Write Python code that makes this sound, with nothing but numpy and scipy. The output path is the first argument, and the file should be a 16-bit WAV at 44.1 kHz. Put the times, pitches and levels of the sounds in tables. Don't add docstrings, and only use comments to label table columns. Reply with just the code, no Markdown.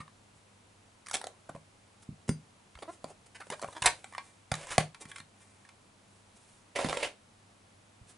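import sys
import numpy as np
from scipy import signal
from scipy.fft import rfft, irfft
from scipy.io import wavfile
from scipy.ndimage import uniform_filter1d

SR = 44100
rng = np.random.default_rng(int(sys.argv[2]) if len(sys.argv) > 2 else 0)


def bounce(signal):
    frames = np.transpose(np.atleast_2d(signal))
    limited = np.clip(frames, -1, 1)
    pcm = np.round(limited * 32767).astype(np.int16)
    wavfile.write(sys.argv[1], SR, pcm)


N = 360297
T = np.arange(N) / SR
RING_T = T[:SR // 4]


def undb(db):
    return 10 ** (np.asarray(db) / 20)


def add(out, s, x):
    i = max(int(s * SR), 0)
    out[i:i + len(x)] += x[:max(len(out) - i, 0)]


def level(x, db=0):
    return x * undb(db) / np.sqrt(np.mean(x ** 2))


def hit_level(x, db, length=.01):
    return x * undb(db) * np.sqrt(length * SR / np.sum(x ** 2))


def on_bins(points, size):
    hz, value = np.transpose(points)
    bin_hz = np.arange(size // 2 + 1) * SR / size
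    return np.interp(np.log(bin_hz + 1), np.log(hz), value)


def colour(x, points):
    return irfft(rfft(x) * undb(on_bins(points, len(x))), len(x))


def response(points, size=1024):
    cepstrum = irfft(np.log(undb(on_bins(points, size))))
    cepstrum[1:size // 2] *= 2
    cepstrum[size // 2 + 1:] = 0
    return irfft(np.exp(rfft(cepstrum)))


def through(x, impulse):
    return signal.oaconvolve(x, impulse)[:len(x)]


def low_cut(x, hz):
    return signal.sosfilt(signal.butter(2, hz, "high", fs=SR, output="sos"), x)


def fade(t60):
    return np.exp(-np.log(1000) * RING_T / t60)


def grit(count, spread_db):
    return rng.standard_normal(count) * undb(spread_db * rng.standard_normal(count))


def wander(rate):
    knots = rng.standard_normal(N)
    return uniform_filter1d(np.interp(T * rate, np.arange(N), knots), int(SR / rate / 2) + 1)


# (frequency [Hz], relative level [dB])
AIR_EQ = [(15, -39.5), (25, -10), (69, -17), (81, -6.5), (101, -7), (156, -12), (207, -8.5), (372, -15.5),
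          (907, -16), (1710, -22.5), (2450, -22.5), (5260, -27), (8750, -26.5), (11000, -29.5),
          (14300, -57), (22000, -120)]
# (frequency [Hz], side minus mid [dB])
AIR_SIDE_EQ = [(60, -18.5), (110, -14.5), (190, -12), (350, -3), (620, -1), (2000, -0.5), (6400, -6),
               (11400, -10)]


def room_tone(air_db=-63.5, hum_hz=100, hum_db=-69.5):
    mid, side = (level(colour(rng.standard_normal(N), AIR_EQ), air_db) for _ in range(2))
    side = colour(side, AIR_SIDE_EQ)
    phase = 2 * np.pi * hum_hz * T + .4 * wander(rate=5)
    mid = mid + level(np.sin(phase) + undb(-8) * np.sin(2 * phase), hum_db)
    return np.array([mid + side, mid - side])


# (band centre [Hz], t60 [s], level [dB])
REVERB_BANDS = [(70, .3, -14), (150, .3, -8.5), (300, 0.19, -6.5), (700, 0.17, -10), (1600, 0.16, -7.5),
                (4024, .21, -10.5), (9900, 0.16, -10.5)]


def reverb(x, predelay_s=.0017, wide_hz=600, width=.76):
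    size = len(RING_T)
    noise, tail = rfft(rng.standard_normal((2, size))), 0
    onset = np.clip(RING_T / predelay_s - 1, 0, 1)
    for hz, t60, db in REVERB_BANDS:
        band = on_bins([(row[0], row[0] == hz) for row in REVERB_BANDS], size)
        envelope = hit_level(fade(t60) * onset, db, 1 / SR)
        mid_side = np.array([[1], [width * hz / (hz + wide_hz)]])
        tail = tail + irfft(noise * band, size) * envelope * mid_side
    mid, side = through(x, tail[0]), through(x, tail[1])
    return np.array([mid + side, mid - side])


def ring(modes, length, scatter_db=1):
    chance = rng.standard_normal((len(modes), 2))
    tone = sum(undb(db + scatter_db * nudge) * np.sign(flip) * fade(t60) * np.sin(2 * np.pi * hz * RING_T)
               for (hz, db, t60), (nudge, flip) in zip(modes, chance))
    return tone * (1 - np.exp(-2 * RING_T / length))


# (frequency [Hz], relative level [dB], t60 [s])
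COVER_MODES = [(900, -8.5, 0.14), (1116, -3.5, .16), (1550, -6, .06), (1850, -2.5, .06), (2085, 1.5, 0.06),
               (2343, 1.5, 0.068), (2960, -11, .07), (3280, -12.5, 0.088), (3440, -7.5, .05),
               (3833, -9.5, .06), (4352, -9, .07)]


def cover_ring(length):
    return ring(COVER_MODES, length)


# (frequency [Hz], relative level [dB])
SKIN_EQ = [(100, -5.5), (400, 2.5), (1000, -2.5), (2400, -3.5), (5000, -5), (9500, 1.5), (11200, -9.5),
           (13000, -40)]
# (time [s], peak level [dB], half-width [s])
HAND_MOVES = [(0.374, -70, 0.029), (2.03, -57.5, 0.012), (2.807, -61, 0.03), (2.928, -61, 0.055),
              (3.266, -61, .007), (3.748, -61.5, 0.49), (4.224, -65.5, 0.17), (5.019, -45.5, 0.016),
              (5.098, -53, 0.021), (5.176, -57.5, 0.044), (5.419, -61.5, 0.021), (5.495, -70.5, 0.26),
              (6.153, -71, .1), (6.369, -58, .012), (6.483, -66, 0.21), (8.10, -58, 0.032)]


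def hand_brushes(cover_db=-8.5, lift_s=4.1, let_go_s=5.9):
    pressure = sum(undb(db) * np.exp(-2 * ((T - s) / width) ** 2) for s, db, width in HAND_MOVES)
    hiss = pressure * level(colour(grit(N, spread_db=5), SKIN_EQ)) * undb(1.5 * wander(rate=60))
    on_cover = hiss * (T > lift_s) * (T < let_go_s)
    return hiss + through(on_cover, hit_level(cover_ring(length=.00091), cover_db, 1 / SR))


# (time [s], pitch [Hz], level [dB])
LANDINGS = [(.002, 150, -45), (0.359, 125, -58), (1.495, 158, -49.5), (1.548, 157, -45),
            (2.089, 160, -36.5), (2.1245, 150, -47), (2.291, 163, -24), (2.752, 65, -49.5),
            (3.042, 210, -45), (3.501, 200, -46.5), (3.639, 160, -47), (3.68, 110, -52), (3.819, 110, -41),
            (3.842, 110, -45), (3.86, 140, -45), (4.517, 123, -29.5), (4.782, 150, -23.5),
            (5.055, 170, -50), (5.202, 170, -54), (6.846, 206, -30.5), (8.011, 90, -50.5)]


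def table_thumps(decay_cycles=.23, table_hz=156, table_t60=.14, hum_db=-12, build_s=.023):
    out = np.zeros(N)
    hum = np.sin(2 * np.pi * table_hz * RING_T) * fade(table_t60) * (1 - np.exp(-(RING_T / build_s) ** 2))
    for s, hz, db in LANDINGS:
        cycles = hz * RING_T
        swing = cycles ** 2 * np.exp(-cycles / decay_cycles) * np.sin(2 * np.pi * cycles)
        add(out, s, hit_level(low_cut(swing, hz=41.6), db) + hit_level(hum, db + hum_db))
    return out


def hollow(hz, t60=.018, upper_ratio=1.563, upper_db=-8.5, cut_ratio=.52):
    notes = np.sin(2 * np.pi * hz * RING_T) + undb(upper_db) * np.sin(2 * np.pi * hz * upper_ratio * RING_T)
    return low_cut(notes * fade(t60), cut_ratio * hz)


def clack(eq, t60, attack):
    impulse = hit_level(rng.standard_normal(len(RING_T)) * fade(t60), 0, 1 / SR)
    impulse[0] += attack
    return through(impulse, response(eq))


# (frequency [Hz], relative level [dB])
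WALL_EQ = [(300, -28), (900, -6), (1400, 5.5), (2000, 4.5), (2700, -0.5), (3600, 0), (4600, -4.5),
           (6500, -15), (11000, -38)]
CRACK_EQ = [(1500, -30), (3500, -1.5), (4800, -0.5), (6200, 0.5), (7600, 0.5), (8700, 1), (10000, 1.5),
            (11200, -11), (13000, -42)]


def walls_and_crack():
    return clack(WALL_EQ, t60=.018, attack=.75), clack(CRACK_EQ, t60=.016, attack=1)


def layer_levels(db, hardness_db, crack_db):
    layers = np.array([0, hardness_db, hardness_db + crack_db])
    return db + layers - 10 * np.log10(np.sum(undb(layers) ** 2))


def contact(length, attack=.41):
    chatter = grit(len(RING_T), spread_db=2.5) * np.exp(-(RING_T / length) ** 3)
    force = hit_level(chatter, 0, 1 / SR)
    force[0] += attack * (.0024 / length) ** 1.3
    return force


def strike(length, hz, db, hardness_db, crack_db, ring_db):
    force = contact(length)
    layers = low_cut(hollow(hz), .42 * hz), *walls_and_crack()
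    levels = layer_levels(db, hardness_db, crack_db)
    knock = sum(hit_level(through(force, layer), layer_db) for layer, layer_db in zip(layers, levels))
    return knock + hit_level(cover_ring(length), db + ring_db)


# (time [s], contact length [s], level [dB])
FINGERTIPS = [(4.9453, .005, -50), (5.0532, .0047, -52), (5.115, .0027, -46.5), (5.1597, .0044, -44),
              (5.1822, .0047, -49), (5.2012, .003, -49), (5.65, .0037, -59), (5.6892, .0035, -55)]


def cover_ticks(hz=1100, hardness_db=10.5, crack_db=-4.5, ring_db=-6):
    out = np.zeros(N)
    for s, length, db in FINGERTIPS:
        add(out, s, strike(length, hz, db, hardness_db, crack_db, ring_db))
    return out


# (frequency [Hz], relative level [dB])
RUB_EQ = [(150, -5), (400, -17), (1000, -0.5), (1800, -2), (2800, -2), (3700, -4.5), (4600, -7.5),
          (6500, -13.5), (11000, -34.5)]


def scrape(envelopes, body_hz, judder_db):
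    force = grit(N, spread_db=5.5) * undb(judder_db * wander(rate=160))
    layers = hollow(body_hz, t60=.0089, upper_db=-11.5), response(RUB_EQ), response(CRACK_EQ)
    return sum(envelope * level(through(force, layer)) for envelope, layer in zip(envelopes, layers))


# (peak time [s], 20 dB rise [s], 20 dB fall [s], level [dB], hardness [dB], crack [dB])
SCRAPES = [(1.155, .025, .035, -43, -2, -2), (1.24, .12, .2, -56, -18, -3), (3.11, .11, .025, -50, -8, -1),
           (3.872, .033, .032, -27.5, 2, -9), (3.91, .03, .1, -46, 0, -5), (4.56, .025, .1, -50, 0, -6),
           (4.615, .07, .14, -46.5, 2.5, -4.5), (4.722, .04, .055, -35, 22, -5),
           (4.805, .025, .05, -35, -1.5, -8)]


def plastic_slides():
    envelopes = 0
    for s, rise, fall, *mix in SCRAPES:
        swell_db = -20 * np.maximum((s - T) / rise, (T - s) / fall).clip(max=8)
        envelopes = envelopes + np.outer(undb(layer_levels(*mix)), undb(swell_db))
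    return scrape(envelopes, body_hz=650, judder_db=2.5)


# (start [s], stop [s], 20 dB fall [s], level between slips [dB], hardness [dB])
DRAG_MOVE = (6.753, 7.055, .06, -40.3, -1.5)
# (time [s], contact length [s], body pitch [Hz], level [dB], hardness [dB])
SNAGS = [(6.758, .011, 630, -31.5, 2), (6.7875, .0067, 678, -29, -9), (6.811, .005, 595, -35.5, -14),
         (6.844, .0055, 670, -32, -2), (6.887, .002, 1040, -37.5, 3), (6.895, .0034, 770, -35.5, -3),
         (6.928, .0016, 680, -30.5, -7), (6.971, .003, 587, -31, -3.5), (7.028, .0078, 570, -29, 1),
         (7.048, .0054, 520, -37.5, 1)]
# (time [s], half-width [s], rasp level [dB])
DRAG_PUSHES = [(6.768, .016, -41), (7.042, .02, -38.5)]


def case_drag(crack_db=-8, ring_db=-22.5, slip_db=3.5, slip_s=.018, wall_hz=2800):
    start, stop, fall, db, hardness_db = DRAG_MOVE
    slip = sum((T > s) * np.exp(-np.abs(T - s) / slip_s) for s, *_ in SNAGS)
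    speed = (T > start) * undb(slip_db * slip - 20 * np.maximum(T - stop, 0) / fall)
    envelopes = np.outer(undb(layer_levels(db, hardness_db, crack_db)), speed)
    out = scrape(envelopes, body_hz=610, judder_db=3)
    push = sum(undb(rasp_db) * np.exp(-((T - s) / width) ** 2) for s, width, rasp_db in DRAG_PUSHES)
    rasp = level(through(grit(N, spread_db=4), hollow(wall_hz, t60=.004, upper_db=-14)))
    out += (T > start) * push * rasp
    for s, *snag in SNAGS:
        add(out, s, strike(*snag, crack_db, ring_db))
    return out


# (time [s], length [s], start rate [slips/s], end rate [slips/s],
# body pitch [Hz], roughness [0-1], level [dB], hardness [dB])
SLIP_TRAINS = [(2.823, .011, 530, 290, 700, .3, -39.5, -6), (2.879, .029, 312, 355, 660, .08, -41.5, -23),
               (3.348, .022, 260, 220, 1156, .27, -48, 5), (3.402, .0078, 320, 580, 850, .75, -44, 2),
               (3.411, .012, 420, 290, 1400, .54, -45, -8), (3.509, .021, 380, 520, 620, 1, -40.5, -3),
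               (3.527, .02, 520, 640, 962, .6, -38.5, -8), (3.751, .031, 300, 346, 970, .9, -44, -6)]


def finger_squeaks(crack_db=-7):
    out = np.zeros(N)
    for s, length, start_rate, end_rate, hz, rough, db, hardness_db in SLIP_TRAINS:
        count = int(length * (start_rate + end_rate) / 2) + 1
        time_jitter, force_jitter = rough * rng.standard_normal((32, 2))[:count].T
        periods = np.exp(.1 * time_jitter) / np.linspace(start_rate, end_rate, count)
        slips = ((np.cumsum(periods) - periods[0]) * SR).astype(int)
        force = np.zeros(len(RING_T))
        force[slips] = undb(4 * force_jitter) * np.hanning(count + 2)[1:-1] ** .3
        layers = hollow(hz, t60=.009, upper_db=-8, cut_ratio=.25), *walls_and_crack()
        for layer, layer_db in zip(layers, layer_levels(db, hardness_db, crack_db)):
            add(out, s, hit_level(through(force, layer), layer_db, length))
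    return out


# (frequency [Hz], relative level [dB], t60 [s])
STEEL_MODES = [(2280, -2, .06), (2840, 3, 0.036), (4775, -1.5, 0.2), (6130, -8, 0.18), (6901, -13, .12),
               (8750, 2.5, 0.24), (8985, -9, 0.21), (10200, -1, .06)]
# (time [s], contact length [s], knock [dB], clack [dB], steel ring [dB])
KNIFE_HITS = [(1.14, 0.01, -52, -39.5, -57), (1.169, .003, -61, -64, -60),
              (2.2792, 0.0091, -43, -49.5, -67), (2.2912, 0.0027, -26.5, -36, -42.5)]


def knife_clinks(knock_hz=245):
    out = np.zeros(N)
    body = hollow(knock_hz, t60=.032, upper_db=-17)
    walls, crack = walls_and_crack()
    for s, length, knock_db, clack_db, ring_db in KNIFE_HITS:
        force = contact(length)
        add(out, s, hit_level(through(force, body), knock_db))
        add(out, s, hit_level(through(force, walls + crack), clack_db))
        add(out, s, hit_level(ring(STEEL_MODES, length), ring_db))
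    return out


# (time [s], contact length [s], level [dB])
BITES = [(1.062, .0014, -53), (1.0683, .0018, -47), (1.085, .0022, -44.5), (1.097, .0024, -48),
         (1.112, .0025, -38), (1.132, .008, -39), (1.1395, .0064, -28.5), (1.148, .0019, -32),
         (1.1531, .0031, -33), (1.168, .002, -41), (1.2143, .0012, -42), (1.2414, .0013, -39),
         (1.2689, .0014, -39), (1.4916, .0078, -40), (1.5495, .0054, -46), (1.561, .0027, -47)]
# (time [s], body pitch [Hz], hardness [dB])
BITE_TONE = [(1.06, 1350, 7), (1.15, 720, 5.5), (1.215, 900, -5), (1.27, 720, -7), (1.55, 640, -20)]


def knife_pries(crack_db=1.5, ring_db=-24):
    out = np.zeros(N)
    times, pitches, hardness = np.transpose(BITE_TONE)
    for s, length, db in BITES:
        hz, hardness_db = np.interp(s, times, pitches), np.interp(s, times, hardness)
        add(out, s, strike(length, hz, db, hardness_db, crack_db, ring_db))
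    return out


# (time [s], contact length [s], body pitch [Hz], level [dB], hardness [dB], crack [dB])
CASE_HITS = [(.002, .018, 1200, -42.5, -7, -6), (.079, .001, 1120, -53.5, -6, -11),
             (2.753, .0026, 1370, -52, 1, -9), (2.775, .002, 850, -56.5, -11, 0),
             (2.7887, .0013, 653, -51.5, -2, -8), (2.854, .0024, 665, -55, -21, 1),
             (3.043, .0008, 644, -37, -16, 5), (3.469, .0011, 580, -54, -8, -2),
             (3.501, .0034, 930, -37, 1, 0), (3.595, .0013, 980, -48.5, -7, 0),
             (3.616, .0062, 780, -42.5, -3.5, 5), (3.6261, .0013, 640, -37, -10, 0),
             (3.634, .0023, 586, -39, -7, -15), (3.6444, .0018, 700, -35.5, -18, -2),
             (3.677, .0046, 680, -52, 0, -7), (3.686, .0024, 626, -44, -21, 1),
             (3.7269, .009, 795, -49.5, -1, -3), (3.8208, .0024, 1020, -33, 2, 5),
             (3.825, .002, 1050, -31.5, 4, -5), (3.837, .0031, 1010, -39, -1, 4),
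             (3.8445, .012, 1040, -30, -7.5, -2.5), (3.8584, .0094, 966, -15, 4.5, -1.5),
             (3.8745, .0028, 766, -27.5, 13, -19), (4.0428, .0019, 780, -44, 1, -2.5),
             (4.1245, .0034, 1080, -51.5, -17, 8), (4.136, .0018, 1190, -51, -6, -5),
             (4.1493, .0016, 1160, -41.5, -14, -3), (4.1806, .0018, 1030, -35.5, -2.5, -11),
             (4.5163, .004, 780, -27, 0, -2), (4.54, .0022, 790, -33.5, 4, -6),
             (4.553, .0018, 1000, -43, 12, 6), (4.67, .002, 1010, -47, -15, 13),
             (4.7809, .00054, 716, -16.5, -5.5, -2.5)]
# (time [s], ring relative to the hit [dB])
GRIP_RING = [(3.68, -21), (3.8, -13), (4.15, -13), (4.18, -4.5), (4.54, -16), (4.78, -23)]
# (frequency [Hz], relative level [dB], t60 [s])
BASE_MODES = [(444, -12, .13), (722, -2.5, .12), (952, -1, 0.11), (1541, 0.5, .07), (1646, -4.5, .08),
              (1830, 0.5, .07), (2183, -3.5, .09), (2475, 2.5, .07), (2948, -9, .07), (4090, -6.5, 0.076),
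              (4360, -11, .08), (4885, -5, .075), (6072, -11, .07), (7750, -10, .06), (9965, -8.5, .06)]
# (time [s], time to let go [s], ring level [dB])
BASE_RELEASE = (3.859, .005, -20.5)


def case_snaps():
    out = np.zeros(N)
    for s, *hit in CASE_HITS:
        ring_db = np.interp(s, *np.transpose(GRIP_RING))
        add(out, s, strike(*hit, ring_db))
    s, length, db = BASE_RELEASE
    add(out, s, hit_level(ring(BASE_MODES, length), db))
    return out


def pan(x, right_db):
    return x * undb(np.array([[-right_db], [right_db]]) / 2)


def scene(aside_from_s=6.6, aside_send_db=3.5):
    foley = knife_pries() + case_snaps() + cover_ticks() + table_thumps() + knife_clinks()
    foley += finger_squeaks() + plastic_slides() + case_drag() + hand_brushes()
    near, aside = foley * (T < aside_from_s), foley * (T >= aside_from_s)
    direct = pan(near, right_db=1.34) + pan(aside, right_db=3.5)
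    return direct + reverb(near + undb(aside_send_db) * aside) + room_tone()


def record(dry, top_hz=11150):
    return signal.sosfilt(signal.ellip(10, .2, 70, top_hz, fs=SR, output="sos"), dry)


dry = scene()
out = record(dry)
bounce(out)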